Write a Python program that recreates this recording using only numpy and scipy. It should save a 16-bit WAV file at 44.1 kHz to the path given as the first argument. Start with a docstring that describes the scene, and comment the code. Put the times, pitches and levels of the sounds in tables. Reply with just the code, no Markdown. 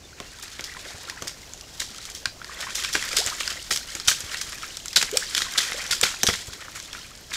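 """Wet pops, slaps and sloshes: deer wallow and scramble in a forest mud puddle a few metres away.
Hooves slap the slurry and thud on soft ground. Suction pockets pop as their mud films tear, air gulps
up, flecks land, and the stirred mud crackles and gurgles. The trees answer faintly, over distant
birds, a steady hiss of leaves and a low rumble of air."""
import sys
import numpy as np
from scipy import signal
from scipy.fft import rfft, irfft, next_fast_len
from scipy.io import wavfile
from scipy.ndimage import map_coordinates

SR = 44100
rng = np.random.default_rng(int(sys.argv[2]) if len(sys.argv) > 2 else 0)


def int16_out(signal):
    """Quantize to a 16-bit WAV file."""
    q = np.round(np.clip(np.atleast_2d(signal).T, -1, 1) * 32767)
    wavfile.write(sys.argv[1], SR, q.astype(np.int16))


N = 324576

# Spectrum of mud films and drops. Each row: frequency in Hz, relative level in dB.
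SPRAY_SPECTRUM = [(200, -29), (900, -27), (1800, -8.5), (2800, -5), (3200, 2), (4100, 0), (4600, 0.5),
                  (5100, 1.5), (6200, -1), (7200, -1), (9000, -9), (12000, -15), (15500, -23.5)]
# Spectrum of hollows in the mud. Each row: frequency in Hz, relative level in dB.
CAVITY_SPECTRUM = [(150, -19), (800, -19), (1100, -10.5), (1500, -5), (2200, -6.5), (2800, -12),
                   (6000, -41), (15000, -78)]


def amp(db):
    """Decibels to gain."""
    return 10 ** (np.asarray(db) / 20)


def unit(x):
    """Scale to rms 1."""
    return x / np.sqrt(np.mean(x ** 2) + 1e-20)


def along(points, hz):
    """(Hz, value) points read on a log axis."""
    knot_hz, values = np.transpose(points)
    return np.interp(np.log(hz + 1), np.log(knot_hz + 1), values)


def wobble(rate_hz, size=N):
    """Smooth random curve, rate_hz knots a second."""
    at = np.arange(size) * rate_hz / SR
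    return map_coordinates(rng.standard_normal(size // 8 + 8), [at], mode="mirror")


def colour(x, spectrum, size=4096):
    """Minimum-phase filter; white noise keeps its power."""
    gain = amp(along(spectrum, np.fft.rfftfreq(size, 1 / SR)))
    cepstrum = irfft(np.log(gain))
    cepstrum[1:size // 2] *= 2
    cepstrum[size // 2 + 1:] = 0
    kernel = irfft(np.exp(rfft(cepstrum)))
    return signal.fftconvolve(x, kernel / np.linalg.norm(kernel))[:len(x)]


def add(track, start_s, sound):
    """Mix a sound into a track."""
    start = max(round(start_s * SR), 0)
    track[start:start + len(sound)] += sound[:max(N - start, 0)]


def strike(t, rise_s, t60_s):
    """Quick rise, exponential fall, peak 1."""
    shape = (1 - np.exp(-t / rise_s)) * amp(-60 * t / t60_s)
    return shape / shape.max()


def burst(envelope, spectrum, grit_db, grain_hz):
    """Coloured noise in clumped grains, with the energy of its envelope."""
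    size = len(envelope)
    grains = envelope * rng.standard_normal(size) * amp(grit_db * wobble(grain_hz, size))
    return unit(colour(grains, spectrum)) * np.sqrt(np.mean(envelope ** 2))


def sized_spray(centre_hz, boost_db, log_width):
    """Spray spectrum with a hump for films or drops of one size; fine ones also lift the treble."""
    hz = np.geomspace(100, 16000, 70)
    hump_db = boost_db * np.exp(-(np.log(hz / centre_hz) / log_width) ** 2)
    fine_hz = 4530
    tilt_db_per_octave = 7.5 * max(np.log2(centre_hz / fine_hz), 0)
    lift_db = tilt_db_per_octave * np.maximum(np.log2(hz / fine_hz), 0)
    return np.column_stack([hz, along(SPRAY_SPECTRUM, hz) + hump_db + lift_db])


def sweeps(rows, waver):
    """Short, unsteady tones whose pitch bends ever faster."""
    track = np.zeros(N)
    for start_s, db, start_hz, end_hz, length_s in rows:
        u = np.linspace(0, 1, max(round(length_s * SR), 8))
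        hz = start_hz * (end_hz / start_hz) ** (u ** 2) * (1 + waver * wobble(675, len(u)))
        swell = unit((1 - np.exp(-u / 0.071)) * (1 - u ** 3) * amp(2.0 * wobble(215, len(u))))
        add(track, start_s, amp(db - 1.5) * swell * np.sin(2 * np.pi * np.cumsum(hz) / SR))
    return track


def forest():
    """Leaves hiss steadily over a low rumble of moving air."""
    # Each row: frequency in Hz, relative level in dB.
    leaf_spectrum = [(12, -17), (20, -5.5), (70, 2), (148, -4), (213, -6.5), (333, -8), (534, -11),
                     (958, -17), (1580, -18), (3000, -16), (3540, -37), (3960, -13.5), (6540, -14.5),
                     (11100, -34.5), (15500, -37)]
    air_spectrum = [(20, -9.0), (45, 1.5), (110, -21.0), (250, -17.5), (700, -30.5)]
    # Each row: time in seconds, rumble level in dB.
    breeze = [(0.0, -59), (1.4, -54.5), (2.8, -55), (3.1, -47.5), (4.4, -53), (5.1, -54), (7.36, -56)]
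    hiss = unit(colour(rng.standard_normal(N), leaf_spectrum)) * amp(-49.0 + 0.23 * wobble(4.04))
    air = unit(colour(rng.standard_normal(N), air_spectrum))
    air_db = np.interp(np.arange(N) / SR, *np.transpose(breeze)) + 1.5 * wobble(7)
    return hiss + air * amp(air_db)


def birds():
    """Faint chirps far off in the wood."""
    # Each row: start in seconds, level in dB, start and end pitch in Hz, length in seconds.
    chirps = [(.03, -50, 3640, 3380, .05), (.255, -53, 2750, 2920, 0.071), (.69, -52, 2380, 2300, 0.114)]
    return sweeps(chirps, waver=0.012)


def trees(x):
    """Trunks and foliage scatter a late tail."""
    # Each row: frequency in Hz, t60 in seconds.
    echo_decay = [(100, 0.2), (1500, 0.12), (5000, 0.18), (14000, 0.16)]
    hz, t, noise = signal.stft(rng.standard_normal(SR // 2), SR, nperseg=256)
    decay = amp(-60 * t / along(echo_decay, hz)[:, None])
    tail = signal.istft(noise * decay, SR, nperseg=256)[1]
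    tail *= 1 - np.exp(-np.arange(len(tail)) / SR / 0.025)
    return signal.fftconvolve(x, tail / np.linalg.norm(tail))[:N]


def stirring_db(t):
    """How hard the deer stir the puddle: (mud, water) levels at times t."""
    # Each row: time in seconds, sticky mud level in dB, loose water level in dB.
    effort = [(0.0, -54, -57), (0.39, -41.5, -46.5), (0.92, -37.5, -43.5), (1.25, -43, -47),
              (1.6, -45, -56), (2.05, -37, -46.5), (2.33, -49, -56), (2.58, -36.5, -37), (2.9, -33.5, -40),
              (3.13, -27, -32), (3.4, -30.5, -38.5), (3.62, -36, -45), (4.02, -37, -44), (4.3, -32, -38),
              (4.68, -36.5, -43.5), (4.88, -39.5, -56), (5.02, -38.5, -37), (5.25, -29.5, -40.5),
              (5.72, -29.5, -33), (6.17, -37, -50), (6.35, -30.5, -43), (6.54, -42.5, -47.5),
              (7.03, -40, -45), (7.36, -49.5, -61)]
    time_s, mud_db, water_db = np.transpose(effort)
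    return np.interp(t, time_s, mud_db), np.interp(t, time_s, water_db)


def spatter():
    """Flecks of mud land as thin, bright ticks; their level loosely follows the stirring."""
    track, t = np.zeros(N), np.arange(SR // 50) / SR
    fleck = strike(t, rise_s=0.0002, t60_s=0.012)
    for when, strength, fineness in rng.random((130, 3)):
        drop = sized_spray(9500 * 2 ** (fineness - 0.5), boost_db=7, log_width=0.22)
        tick = burst(fleck, drop, grit_db=-2.0, grain_hz=1100)
        add(track, when * N / SR, amp(10 * strength) * tick)
    mud_db, _ = stirring_db(np.arange(N) / SR)
    return unit(track) * amp(-57.5 + 0.71 * (mud_db - mud_db.mean()))


def bubbles(centre_hz, log_spread, cycles, glide, spread_db, count, size=1500):
    """Damped bubbles, each rising in pitch as it nears the surface; rms 1."""
    start = rng.integers(0, N, (count, 1))
    hz = centre_hz * np.exp(log_spread * rng.standard_normal((count, 1)))
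    strength = amp(spread_db * np.minimum(rng.exponential(size=(count, 1)), 3))
    age = hz * np.arange(size) / SR / cycles
    phase = 2 * np.pi * cycles * age * (1 + glide * age / 2)
    ring = strength * age * np.exp(-4 * age) * np.sin(phase)
    return unit(np.bincount((start + np.arange(size)).ravel(), ring.ravel(), N)[:N])


def crackle(tear_count=700):
    """Tiny sticky films tear in brief rasps, amid fizz and droplets."""
    fizz = unit(rng.standard_normal(N) * amp(0.23 * wobble(750) + 2.7 * wobble(55)))
    starts = rng.integers(0, N, tear_count)
    strength = amp(4 * np.minimum(rng.exponential(size=tear_count), 3))
    tear_power = np.bincount(starts, strength ** 2, N)
    rasp = strike(np.arange(SR // 40) / SR, rise_s=0.00028, t60_s=0.014)
    envelope = np.sqrt(np.abs(signal.fftconvolve(tear_power, rasp ** 2)[:N]))
    ticks = unit(envelope * rng.standard_normal(N))
    droplets = bubbles(4430, log_spread=0.39, cycles=23, glide=0.17, spread_db=8.5, count=1500, size=400)
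    return colour(amp(-3.5) * fizz + 0.44 * ticks, SPRAY_SPECTRUM) + amp(-9.5) * droplets


def slosh():
    """Loose water washes about with small bubbles."""
    wash = unit(colour(rng.standard_normal(N) * amp(3.74 * wobble(70)), CAVITY_SPECTRUM))
    froth = bubbles(1780, log_spread=0.219, cycles=14.4, glide=0.09, spread_db=5.5, count=1000)
    return amp(-2.5) * wash + amp(-6.5) * froth


def gurgle():
    """Large bubbles, strongest while a body rolls in the puddle or heaves out."""
    # Each row: time in seconds, level in dB.
    heaves = [(0.0, -57), (0.6, -61), (0.88, -47), (1.25, -51.5), (1.6, -54.5), (2.4, -54.5), (2.64, -46.5),
              (2.95, -57), (3.18, -42), (3.4, -50.5), (4.9, -57), (5.8, -48), (7.36, -60.5)]
    db = np.interp(np.arange(N) / SR, *np.transpose(heaves))
    stream = bubbles(671, log_spread=0.352, cycles=5.2, glide=0.21, spread_db=2.5, count=1200)
    return amp(db - 3) * stream


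def churn():
    """Stirred mud crackles, water sloshes and large bubbles gurgle."""
    mud_db, water_db = stirring_db(np.arange(N) / SR)
    return amp(mud_db - 3.5) * crackle() + amp(water_db - 2.0) * slosh() + gurgle()


def gulps(mean_octaves_per_s=35.4):
    """Air pockets shrink as they surface, so their pitch climbs; long ones sweep furthest."""
    # Each row: start in seconds, level in dB, start pitch in Hz, length in seconds.
    air_pockets = [(0.694, -37.5, 2000, 0.008), (0.748, -34.5, 1530, 0.0041), (0.856, -39.5, 545, 0.012),
                   (1.079, -36, 1275, 0.016), (1.172, -37, 1620, 0.01), (2.495, -32.5, 1160, 0.006),
                   (2.639, -33, 1670, 0.01), (2.668, -31, 1080, 0.013), (3.134, -33, 500, 0.0089),
                   (3.183, -32, 410, 0.028), (3.206, -33.5, 686, 0.025), (3.322, -30, 1170, 0.018),
                   (4.631, -30, 1220, 0.01), (5.125, -26, 380, 0.052), (5.224, -26.5, 1550, 0.0093),
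                   (5.742, -33.5, 454, 0.018), (5.774, -40, 572, 0.0286), (5.802, -31, 1960, 0.012),
                   (5.929, -25.5, 1330, 0.01), (6.683, -27, 1320, 0.002)]
    rows = [(start_s, db, hz, hz * 2 ** (mean_octaves_per_s * length_s), length_s)
            for start_s, db, hz, length_s in air_pockets]
    return sweeps(rows, waver=0.066)


def thuds():
    """Mud squashes under a hoof; the soft ground gives for a few slow swings."""
    # Each row: start in seconds, squash level in dB, ground push level in dB.
    landings = [(0.201, -30, -56), (0.593, -33.5, -50), (0.946, -45, -43), (1.219, -29, -60),
                (1.25, -37, -46), (2.27, -41, -46), (2.951, -24.5, -60), (3.261, -37, -42),
                (3.708, -27.5, -59), (3.952, -34.5, -62), (4.076, -37, -37), (4.237, -42.5, -42),
                (4.97, -30.5, -54), (5.027, -30, -58), (5.576, -32, -48), (6.027, -19.5, -38),
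                (6.232, -19.5, -41), (6.285, -17, -27), (6.481, -38.5, -38.5)]
    # Each row: frequency in Hz, relative level in dB.
    squash_spectrum = [(40, -22), (130, -4), (250, -2.5), (420, -2), (700, -4), (1200, -12.5), (3000, -77)]
    track, t = np.zeros(N), np.arange(SR // 4) / SR
    for start_s, squash_db, push_db in landings:
        squash = burst(strike(t, rise_s=0.0012, t60_s=0.062), squash_spectrum, grit_db=1.5, grain_hz=266)
        ground_hz = 94 * np.exp(0.012 * rng.standard_normal())
        push = strike(t, rise_s=0.0027, t60_s=0.047) * np.sin(2 * np.pi * ground_hz * t)
        add(track, start_s, amp(squash_db - 5) * squash + amp(push_db + 6) * push)
    return track


def slaps():
    """A limb smacks the slurry, opens a hollow and throws spray that patters back."""
    # Each row: start in seconds, level in dB, cavity offset in dB, drop pitch in Hz, t60 in seconds.
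    impacts = [(0.4241, -23, -15, 5850, 0.081), (0.6423, -25, -19, 5000, 0.14),
               (0.8438, -35.5, 2, 3320, 0.045), (1.269, -21, -16, 5220, 0.13),
               (1.7963, -14, -34, 3650, 0.08), (1.815, -18, -9, 5900, 0.033), (2.146, -22, -26, 6100, 0.11),
               (2.6, -19, -11.5, 5380, 0.11), (2.6673, -34, -1, 3310, 0.076),
               (2.7472, -13.5, -30, 6000, 0.15), (2.7785, -18, -14, 3580, 0.16),
               (2.8353, -15, -17, 3190, 0.097), (2.9274, -12.5, -30, 5730, 0.1),
               (2.9433, -14, -10.5, 3370, 0.14), (3.1643, -3.5, -21.5, 4930, 0.092),
               (3.4023, -14, -9.5, 4250, 0.041), (3.497, -17, -13, 3190, 0.11),
               (3.7055, -8.5, -12, 5300, 0.08), (3.7185, -12.5, -41, 6400, 0.13),
               (4.0751, -2.5, -21, 5900, 0.14), (4.3127, -22, -9.5, 5330, 0.032),
               (4.4092, -14.5, -18, 5850, 0.053), (4.6318, -28.5, -2, 3670, 0.047),
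               (4.9583, -1, -17.5, 3940, 0.085), (4.9706, -10, -16, 5000, 0.056),
               (5.01, -13.5, -10, 5950, 0.068), (5.3633, -11, -15.5, 3330, 0.15),
               (5.5763, -3.5, -21, 3270, 0.065), (5.607, -16, -13, 3390, 0.082),
               (5.9077, -7, -21, 5070, 0.11), (5.921, -12, -13.5, 4500, 0.1),
               (6.03, -1.5, -12.5, 3520, 0.038), (6.049, -15, -9, 3180, 0.21),
               (6.111, -24, -6.5, 4010, 0.12), (6.2673, -10, -29, 3610, 0.069),
               (6.2847, -9, -8, 2970, 0.057), (6.328, -15.5, -10.5, 3610, 0.081),
               (6.4685, -25, -32, 7370, 0.073), (6.529, -23, -15, 3500, 0.063),
               (6.605, -28, -5.5, 3390, 0.071), (6.7508, -22.5, -9.5, 7200, 0.097),
               (6.928, -19.5, -15, 3450, 0.032), (7.3005, -29, -4, 5140, 0.17),
               (7.3291, -16, -15, 3600, 0.23)]
    track, t = np.zeros(N), np.arange(SR // 3) / SR
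    for start_s, db, cavity_db, drop_hz, t60_s in impacts:
        drops = sized_spray(drop_hz, boost_db=4.5, log_width=0.095)
        smack = burst(strike(t, rise_s=0.0032, t60_s=t60_s), drops, grit_db=3.5, grain_hz=410)
        patter = burst(strike(t, rise_s=0.0067, t60_s=0.32), SPRAY_SPECTRUM, grit_db=4.0, grain_hz=197)
        hollow = burst(strike(t, rise_s=0.006, t60_s=t60_s), CAVITY_SPECTRUM, grit_db=7.0, grain_hz=241)
        splash = smack + amp(-12.5) * patter
        add(track, start_s, amp(db - 12) * splash + amp(db + cavity_db - 4) * hollow)
    return track


def small_pockets(rate_per_s=4.3):
    """Rows for pops(): lesser pockets open at random, louder where the mud is stirred harder."""
    rows = []
    for when, strength, depth, pitch, film in rng.uniform(-1, 1, (round(rate_per_s * N / SR), 5)):
        start_s = (when + 1) / 2 * N / SR
        mud_db, _ = stirring_db(start_s)
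        db, cavity_db = mud_db + 11.5 + 5 * strength, -17.5 + 8 * depth
        cavity_hz, film_hz = 1715 * 2 ** (pitch / 2), 5500 * 2 ** (film / 2)
        rows.append((start_s, db, cavity_db, cavity_hz, film_hz))
    return rows


def pops():
    """A mud film stretches and tears with a tick; the pocket behind rings, rising as it opens."""
    # Each row: start in seconds, level in dB, cavity offset in dB, cavity and film pitch in Hz.
    main_pockets = [(0.201, -18.5, -10, 1120, 3240), (0.4793, -23.5, -12, 1780, 5010),
                    (0.5934, -19.5, -5, 2100, 3180), (0.6083, -17, -35, 2240, 6200),
                    (0.641, -13.5, -30, 2020, 5100), (0.7673, -27.5, -4, 1850, 3570),
                    (1.0976, -13, -13.5, 1840, 4840), (1.2222, -14, -14, 1110, 6300),
                    (1.279, -10.5, -30, 2260, 5340), (1.5355, -17, -28, 1490, 6750),
                    (1.6103, -20.5, -32, 2250, 5770), (1.8005, -12.5, -13.5, 2200, 7450),
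                    (2.053, -18, -23, 1270, 5630), (2.089, -31, -2, 2260, 3080),
                    (2.0998, -18, -27, 2390, 7700), (2.256, -4, -11.5, 1480, 4530),
                    (2.416, -33.5, 3, 1400, 3510), (2.445, -18.5, -13.5, 1830, 4830),
                    (2.8469, -10.5, -10.5, 2300, 3520), (2.9518, -9.5, -4, 1540, 3310),
                    (3.0253, -10.5, -12, 1900, 2960), (3.262, -5, -22, 1650, 7340),
                    (3.2721, -8.5, -18, 1870, 6000), (3.477, -6, -16, 1500, 4860),
                    (3.7606, -5.5, -20.5, 2280, 5700), (3.7735, -8, -24, 2100, 5880),
                    (3.9515, -11, -17, 2240, 6760), (3.9995, -12, -21.5, 1320, 4740),
                    (4.0824, 3.5, -18.5, 1410, 3220), (4.1141, -13, -3.5, 1570, 3230),
                    (4.205, -12.5, -36, 1350, 6870), (4.344, -13.5, -8.5, 1810, 4040),
                    (4.4157, -12.5, -25, 1450, 5730), (4.7705, -12, -27, 1290, 5600),
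                    (4.8574, -14.5, -17.5, 1380, 6800), (4.882, -12, -30, 1520, 6000),
                    (4.9304, -13, -22, 1880, 4970), (4.9625, 4, -37, 2140, 3940),
                    (5.027, -2.5, -13.5, 1580, 3370), (5.114, -13, -34, 1610, 7050),
                    (5.1713, 3.5, -26, 2440, 5900), (5.3495, -1.5, -24, 1840, 3400),
                    (5.3788, -2.5, -20, 1600, 3330), (5.4188, -4.5, -13, 1880, 3580),
                    (5.5854, -1, -18, 1660, 4100), (5.7196, -14.5, -4.5, 2060, 3480),
                    (6.0123, -1.5, -20.5, 1690, 7360), (6.2326, 3, -23, 1800, 6600),
                    (6.2676, 0.5, -25, 1600, 3650), (6.2745, -0.5, -26, 1650, 5960),
                    (6.62, -32, -8, 2270, 3230), (6.8007, -17, -20, 2090, 5540),
                    (6.949, -31, 4, 1420, 3480)]
    track, t = np.zeros(N), np.arange(SR // 20) / SR
    crack = amp(0.5) * strike(t, rise_s=0.00023, t60_s=0.0034)
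    tear = crack + strike(t, rise_s=0.00022, t60_s=0.023)
    for start_s, db, cavity_db, cavity_hz, film_hz in main_pockets + small_pockets():
        film = sized_spray(film_hz, boost_db=8.0, log_width=0.16)
        tick = burst(tear, film, grit_db=5.0, grain_hz=1500)
        squelch = burst(strike(t, rise_s=0.0002, t60_s=0.039), CAVITY_SPECTRUM, grit_db=-3, grain_hz=920)
        ring = strike(t, rise_s=0.00078, t60_s=0.015) * np.sin(2 * np.pi * cavity_hz * t * (1 + 4 * t))
        cavity = 0.7 * squelch + 1.32 * ring
        add(track, start_s, amp(db - 15.5) * tick + amp(db + cavity_db - 4) * cavity)
    return track


def scene():
    """The puddle and its faint echo in the forest, mono."""
    puddle = pops() + slaps() + thuds() + churn() + spatter() + gulps()
    return (puddle + amp(-11.0) * trees(puddle) + birds() + forest())[None]


def record(dry):
    """Round off peaks near full scale, then low-pass steeply."""
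    limited = dry / (1 + np.abs(dry) ** 6) ** (1 / 6)
    size, cutoff_hz = next_fast_len(N + SR // 4), 15600
    hz = np.fft.rfftfreq(size, 1 / SR)
    return irfft(rfft(limited, size) / (1 + (hz / cutoff_hz) ** 120), size)[..., :N]


dry = scene()
out = record(dry)
int16_out(out)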